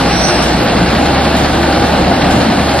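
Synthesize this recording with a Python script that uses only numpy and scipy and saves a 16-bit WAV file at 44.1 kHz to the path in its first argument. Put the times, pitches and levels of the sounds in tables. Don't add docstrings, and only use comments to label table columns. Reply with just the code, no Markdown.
import sys
import numpy as np
from scipy import signal
from scipy.fft import rfft, irfft, next_fast_len
from scipy.io import wavfile
from scipy.ndimage import uniform_filter1d, map_coordinates

SR = 44100
rng = np.random.default_rng(int(sys.argv[2]) if len(sys.argv) > 2 else 0)


def voltage_ratio(decibels):
    exponent = np.asarray(decibels, float) / 20
    return 10 ** exponent


def inscribe(sig):
    pcm = np.round(np.clip(np.atleast_2d(sig).T, -1, 1) * 32767)
    wavfile.write(sys.argv[1], SR, pcm.astype(np.int16))


N = 123479
T = np.arange(N) / SR
CAM_HZ, FIRINGS_PER_TURN = 5.2, 14

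# (time [s], pitch [Hz], level [dB])
ENGINE_NOTE = [(0, 61.5, -24), (.04, 61.5, -21.5), (.24, 62, -22), (.3, 62.5, -34), (.37, 62.5, -21),
               (.58, 62.5, -21), (.66, 62.5, -36), (.74, 62.5, -21), (.94, 63, -22), (.97, 72, -20.5),
               (1.9, 72, -21), (2.09, 73.2, -21.5), (2.17, 74, -31), (2.25, 74.6, -20), (2.44, 74.5, -22.5),
               (2.52, 74.2, -38), (2.6, 73.5, -20), (2.8, 73.3, -22)]
# (time [s], roar level [dB], clatter level [dB], bark level [dB])
PASSING = [(0.0, -13.5, -17, -17), (0.22, -16, -17.5, -18), (0.5, -14.5, -18, -16.5),
           (0.78, -13, -17.5, -16.5), (1.2, -14, -18, -15.5), (1.6, -14, -18.5, -16),
           (2.0, -13.5, -18.5, -15), (2.4, -13.5, -18.5, -15), (2.8, -16, -18, -16.5)]
# (time [s], pitch [Hz], level [dB], half length [s])
HUMS = [(0.296, 160, -20, 0.049), (.62, 115, -18, 0.045), (1.197, 135, -22, .05), (1.366, 160, -19, .05),
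        (1.504, 120, -22, .05), (2.72, 270, -21, 0.041), (.15, 180.5, -18, 0.071),
        (.33, 350.4, -14.5, 0.056), (0.815, 175.1, -16, 0.082), (.96, 181, -26, 0.038),
        (0.976, 297.7, -22, 0.068), (1.454, 222, -16.5, 0.054), (1.57, 216, -25, 0.037),
        (1.658, 340, -18.5, 0.1), (1.95, 175.2, -24, 0.04), (2.003, 325, -25, .07), (2.1, 183, -29, 0.061),
        (2.134, 272, -16, 0.08), (2.28, 295, -18, 0.064), (2.35, 185, -27, 0.088),
        (2.433, 285, -14.5, 0.063), (2.454, 225, -16, .06), (2.542, 257.2, -18.5, 0.081),
        (2.615, 218, -24, 0.066), (.1, 812, -23, 0.1), (0.197, 649, -25, .07), (.33, 611, -21.5, .07),
        (1.137, 811, -18.5, 0.17), (1.202, 551, -19, 0.082), (1.8, 815, -17.5, 0.098),
        (1.89, 477, -20.5, 0.053), (2.093, 694, -17, .08), (2.247, 817, -23, .08),
        (2.505, 696, -21.5, 0.12), (2.75, 813, -19, 0.11)]
# (frequency [Hz], level [dB])
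ROAR_FRONT = [(20, -50), (29, -14), (40, -1), (60, -1), (98, -2.5), (171, -1), (330, -2), (416, -10),
              (500, -11.5), (650, -43), (1100, -120)]
ROAR_ACROSS = [(50, -19), (110, -23), (180, -30), (260, 4.5), (330, -5), (480, 6.5), (650, -24),
               (1100, -120)]
# (frequency [Hz], level [dB])
BARK_FRONT = [(240, -31), (400, -6.5), (418, -12), (488, -1), (800, 1.5), (998, -11.5), (1150, -15.5),
              (1500, -54), (2530, -120)]
BARK_ACROSS = [(240, -45), (400, -4), (435, -6), (567, 0), (650, -5), (720, -15), (859, -2), (1050, -8),
               (1150, -5), (1500, -40), (2530, -120)]
# (frequency [Hz], level [dB])
CLATTER_FRONT = [(590, -30), (1000, -3.5), (1520, -1), (2300, -6), (3300, -8.5), (4300, -9), (5000, -14),
                 (5900, -24), (6300, -27), (9000, -120)]
CLATTER_ACROSS = [(590, -38), (1000, -13), (1300, -6.5), (2000, -10), (3200, -10), (4500, -11),
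                  (5900, -17.5), (6300, -20), (9000, -120)]
# (time [s], pitch [Hz], level [dB])
SQUEAL = [(.07, 5800, -46), (.12, 5760, -35), (.17, 5700, -27), (.21, 5780, -26), (.25, 5910, -22),
          (.28, 6020, -25), (.31, 6080, -36), (.36, 6050, -44), (.42, 6050, -60)]
# (time [s], pitch [Hz], level [dB])
UPPER_SQUEAL = [(.1, 7800, -55), (.22, 8150, -39), (.3, 8400, -37), (.4, 8380, -50), (.47, 8500, -46),
                (.57, 8650, -45), (.62, 8550, -65)]
# (time [s], level [dB])
SCRAPE = [
    (0, -36),
    (.12, -31),
    (.25, -24.5),
    (.42, -28),
    (.6, -43),
    (.8, -70),
]
# (frequency [Hz], level [dB])
SCRAPE_TONE = [(4000, -6.5), (5000, -2.5), (5700, 2), (6200, -24), (7200, -28), (8200, -6.5), (9300, -13.5),
               (11000, -36)]
# (time [s], peak level [dB], time to fade by 60 dB [s])
TINKS = [
    (.632, -32, .03),
    (.640, -33, 0.091),
]
# (frequency [Hz], level [dB])
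HISS_FRONT = [(4000, -60), (5900, -30), (6600, 1.5), (7400, -0.5), (8500, -1), (10000, -2), (13000, -10.5),
              (14800, -13.5), (15600, -26), (16500, -120)]
HISS_ACROSS = [(4000, -60), (5900, -6), (6400, 2), (8500, -1), (10000, -4), (13000, -12), (14800, -19),
               (15600, -30), (16500, -120)]
# (frequency [Hz], width [Hz], lift [dB])
PANELS = [(182, 30, 2), (64, 46, -13), (930, 70, 2.5), (1180, 80, 2.5), (1480, 110, 2.5), (2750, 150, 2.5),
          (4180, 120, 3.5)]
# (frequency [Hz], share [0-1], phase turn [rad])
FRONT_ACROSS_LINK = [(400, .15, 2.5), (1000, .2, 0), (2500, .2, 1.8), (4500, .85, 2.2), (6000, .8, 2.15),
                     (6600, .3, 1.4), (8300, .68, 0), (15000, .4, 0)]
# (frequency [Hz], share [ratio])
TREBLE_LIFT = [(4500, 0), (6500, 1), (13500, 1), (15000, 2.2)]
# (frequency [Hz], share [ratio])
SINKING_FRONT = [(5900, 0), (6250, 1.2), (7200, 1), (7900, 0)]
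SINKING_ACROSS = [(1050, 0), (1250, 1), (3300, .9), (4100, 0)]
# (frequency [Hz], width [Hz])
SPARED = [(1180, 110), (1470, 90), (1780, 70), (2000, 70), (2400, 130), (2960, 140), (3550, 150)]
# (start [s], end [s], lowest frequency [Hz], highest frequency [Hz])
DROPOUTS = [(.08, .2, 6250, 7500), (.2, .25, 6200, 6850), (.25, .41, 6300, 7450), (.62, .73, 6350, 6950),
            (.79, .88, 6050, 6800), (1.12, 1.34, 6300, 7000), (1.15, 1.2, 6300, 8000),
            (1.58, 1.61, 6300, 6800), (1.66, 1.71, 6350, 7000), (1.75, 1.81, 6300, 6800),
            (2.13, 2.25, 6400, 7000), (2.17, 2.21, 6400, 7700), (2.54, 2.57, 6400, 7000),
            (2.63, 2.78, 6350, 6950)]


def unit(x):
    return x / np.sqrt(np.mean(x ** 2) + 1e-20)


def along(points, hz, col=1):
    columns = np.transpose(points)
    return np.interp(np.log(hz + 1), np.log(columns[0] + 1), columns[col])


def curves(rows):
    s, *columns = np.transpose(rows)
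    return [np.interp(T, s, column) for column in columns]


def wobble(rate):
    return map_coordinates(rng.standard_normal(int(N * rate / SR) + 4), [T * rate])


def noise():
    return rng.standard_normal((2, N))


def smooth_patches(shape, across_hz, across_time):
    field = uniform_filter1d(rng.standard_normal(shape), size=across_hz, axis=-2)
    return unit(uniform_filter1d(field, size=across_time, axis=-1))


def heard(x, front, across, across_db, patchy_db):
    z = signal.stft(x, nperseg=512)[2]
    patches = smooth_patches(z.shape[1:], 5, 10)
    x = signal.istft(z * voltage_ratio(patchy_db * patches), nperseg=512)[1][:, :N]
    size = next_fast_len(N + 8192)
    hz = np.fft.rfftfreq(size, 1 / SR)
    a, b = rfft(x, size)
    body = sum(db / (1 + (2 * (hz - centre) / width) ** 2) for centre, width, db in PANELS)
    share = np.clip(along(FRONT_ACROSS_LINK, hz), 0, 1)
    turn = np.exp(1j * along(FRONT_ACROSS_LINK, hz, col=2))
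    tied = share * turn * a + np.sqrt(1 - share ** 2) * b
    spectra = [a * voltage_ratio(along(front, hz) + body), tied * voltage_ratio(along(across, hz))]
    mid, side = irfft(spectra, size)[:, :N]
    return np.array([unit(mid), voltage_ratio(across_db) * unit(side)])


def beat(per_turn, sharp, uneven_db):
    turns = per_turn * np.cumsum(CAM_HZ * (1 + .02 * wobble(2.7))) / SR
    pulse = turns.astype(int)
    cylinder = rng.normal(0, 1, per_turn)[pulse % per_turn]
    size = cylinder + 2.35 * rng.normal(0, 1, N)[pulse]
    return unit(voltage_ratio(uneven_db * size) * np.exp(-sharp * (turns % 1)))


def exhaust():
    roar_db, _, bark_db = curves(PASSING)
    gate = beat(FIRINGS_PER_TURN, sharp=0.48, uneven_db=-1.0)
    roar = heard(noise() * (1.0 + 0.24 * gate), ROAR_FRONT, ROAR_ACROSS, across_db=-16.5, patchy_db=0.7)
    bark = heard(noise() * (0.79 + 0.33 * gate), BARK_FRONT, BARK_ACROSS, across_db=-8, patchy_db=1.05)
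    roar *= voltage_ratio(roar_db - 0.13 + 0.29 * wobble(7.4))
    bark *= voltage_ratio(bark_db - 0.04 + 0.14 * wobble(7.6))
    return roar + bark


def engine_note():
    hz, db = curves(ENGINE_NOTE)
    phase = 2 * np.pi * np.cumsum(uniform_filter1d(hz, size=400)) / SR
    return voltage_ratio(np.maximum(db, -36) + 2.5) * np.sin(phase) * [[1], [0]]


def hums():
    out = np.zeros(N)
    for s, hz, db, half in HUMS:
        swell = voltage_ratio(db + 0.54 * wobble(21.0)) * np.exp(-((T - s) / half) ** 2)
        phase = 2 * np.pi * np.cumsum(hz * (1 + .003 * wobble(5.93))) / SR
        out += swell * np.sin(phase)
    return out * [[1], [.12]]


def clatter():
    heavy = 0.83 + 0.23 * beat(2, sharp=1.5, uneven_db=1.0)
    dense = 1.12 + 0.21 * beat(16, sharp=2.0, uneven_db=1.5)
    knocks = heard(noise() * heavy * dense, CLATTER_FRONT, CLATTER_ACROSS, across_db=-5, patchy_db=0.8)
    return voltage_ratio(curves(PASSING)[1] - 0.08 + 0.16 * wobble(9.18)) * knocks


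def flange_scrape():
    return voltage_ratio(curves(SCRAPE)[0]) * heard(noise(), SCRAPE_TONE, SCRAPE_TONE, across_db=5, patchy_db=-1.0)


def flange_squeal():
    out = np.zeros((2, N))
    for rows, blur_hz, across in ((SQUEAL, 70, [[1.2], [-1.6 + .9j]]), (UPPER_SQUEAL, 140, [[1], [1.5]])):
        hz, db = curves(rows)
        phase = 2 * np.pi * np.cumsum(hz + blur_hz * wobble(300)) / SR
        out += voltage_ratio(db + 2.4 * wobble(74.0)) * np.real(np.array(across) * np.exp(1j * phase))
    return out


def loose_steel():
    out = np.zeros((2, N))
    for s, db, t60 in TINKS:
        t = np.maximum(T - s, 0)
        strength = voltage_ratio(db - 60 * t / t60) * (1 - np.exp(-t / .0007))
        out += strength * np.sin(2 * np.pi * 12600 * t) * [[1], [.6]]
    return out


def hiss():
    level = voltage_ratio(-39.5 + 0.54 * wobble(5.2) + 0.32 * wobble(21))
    return level * heard(noise(), HISS_FRONT, HISS_ACROSS, across_db=5.0, patchy_db=2.1)


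def overload(x):
    ceiling, hardness = .99, 8
    return x / (1 + np.abs(x / ceiling) ** hardness) ** (1 / hardness)


def breathing_treble(x):
    every_s, fade_s = .94, .07
    hz, t, z = signal.stft([x[0] + x[1], x[0] - x[1]], SR, nperseg=1024)
    since = (t - .425) % every_s
    half = (since - every_s / 2) % every_s
    puff = 4.8 * np.exp(-since / fade_s) + 1.8 * np.exp(-half / fade_s)
    lift = puff * along(TREBLE_LIFT, hz)[:, None]
    lift += -35 * np.outer(hz > 15000, np.minimum(since, 2 * half) > .045)
    spared = 1 - np.max([np.exp(-(2 * (hz - c) / w) ** 2) for c, w in SPARED], axis=0)
    share = np.array([along(SINKING_FRONT, hz), along(SINKING_ACROSS, hz) * spared])[..., None]
    patches = smooth_patches(z.shape, 3, 16)
    age = np.array([np.minimum(since, half), since])[:, None]
    depth_db = np.reshape([4, 13], (2, 1, 1))
    sink = depth_db * (1 - np.exp(-(age / .2) ** 2)) * np.clip(1 + 1.2 * patches, 0, 2.5)
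    gaps = [np.outer((hz > lo) & (hz < hi), (t > a) & (t < b)) for a, b, lo, hi in DROPOUTS]
    lost = np.any(gaps, axis=0)
    gain_db = lift - share * sink + -30 * np.array([lost, 0 * lost])
    mid, side = signal.istft(z * voltage_ratio(gain_db), SR, nperseg=1024)[1][:, :N] / 2
    return np.array([mid + side, mid - side])


def scene():
    engine = exhaust() + engine_note() + hums() + clatter()
    wheel = flange_scrape() + flange_squeal() + loose_steel()
    front, across = engine + wheel + hiss()
    return np.array([front + across, front - across])


def roll_off(x):
    return signal.sosfilt(signal.butter(12, 15570, fs=SR, output="sos"), x)


def record(dry):
    mix = breathing_treble(overload(dry))
    return roll_off(mix)


dry = scene()
out = record(dry)
inscribe(out)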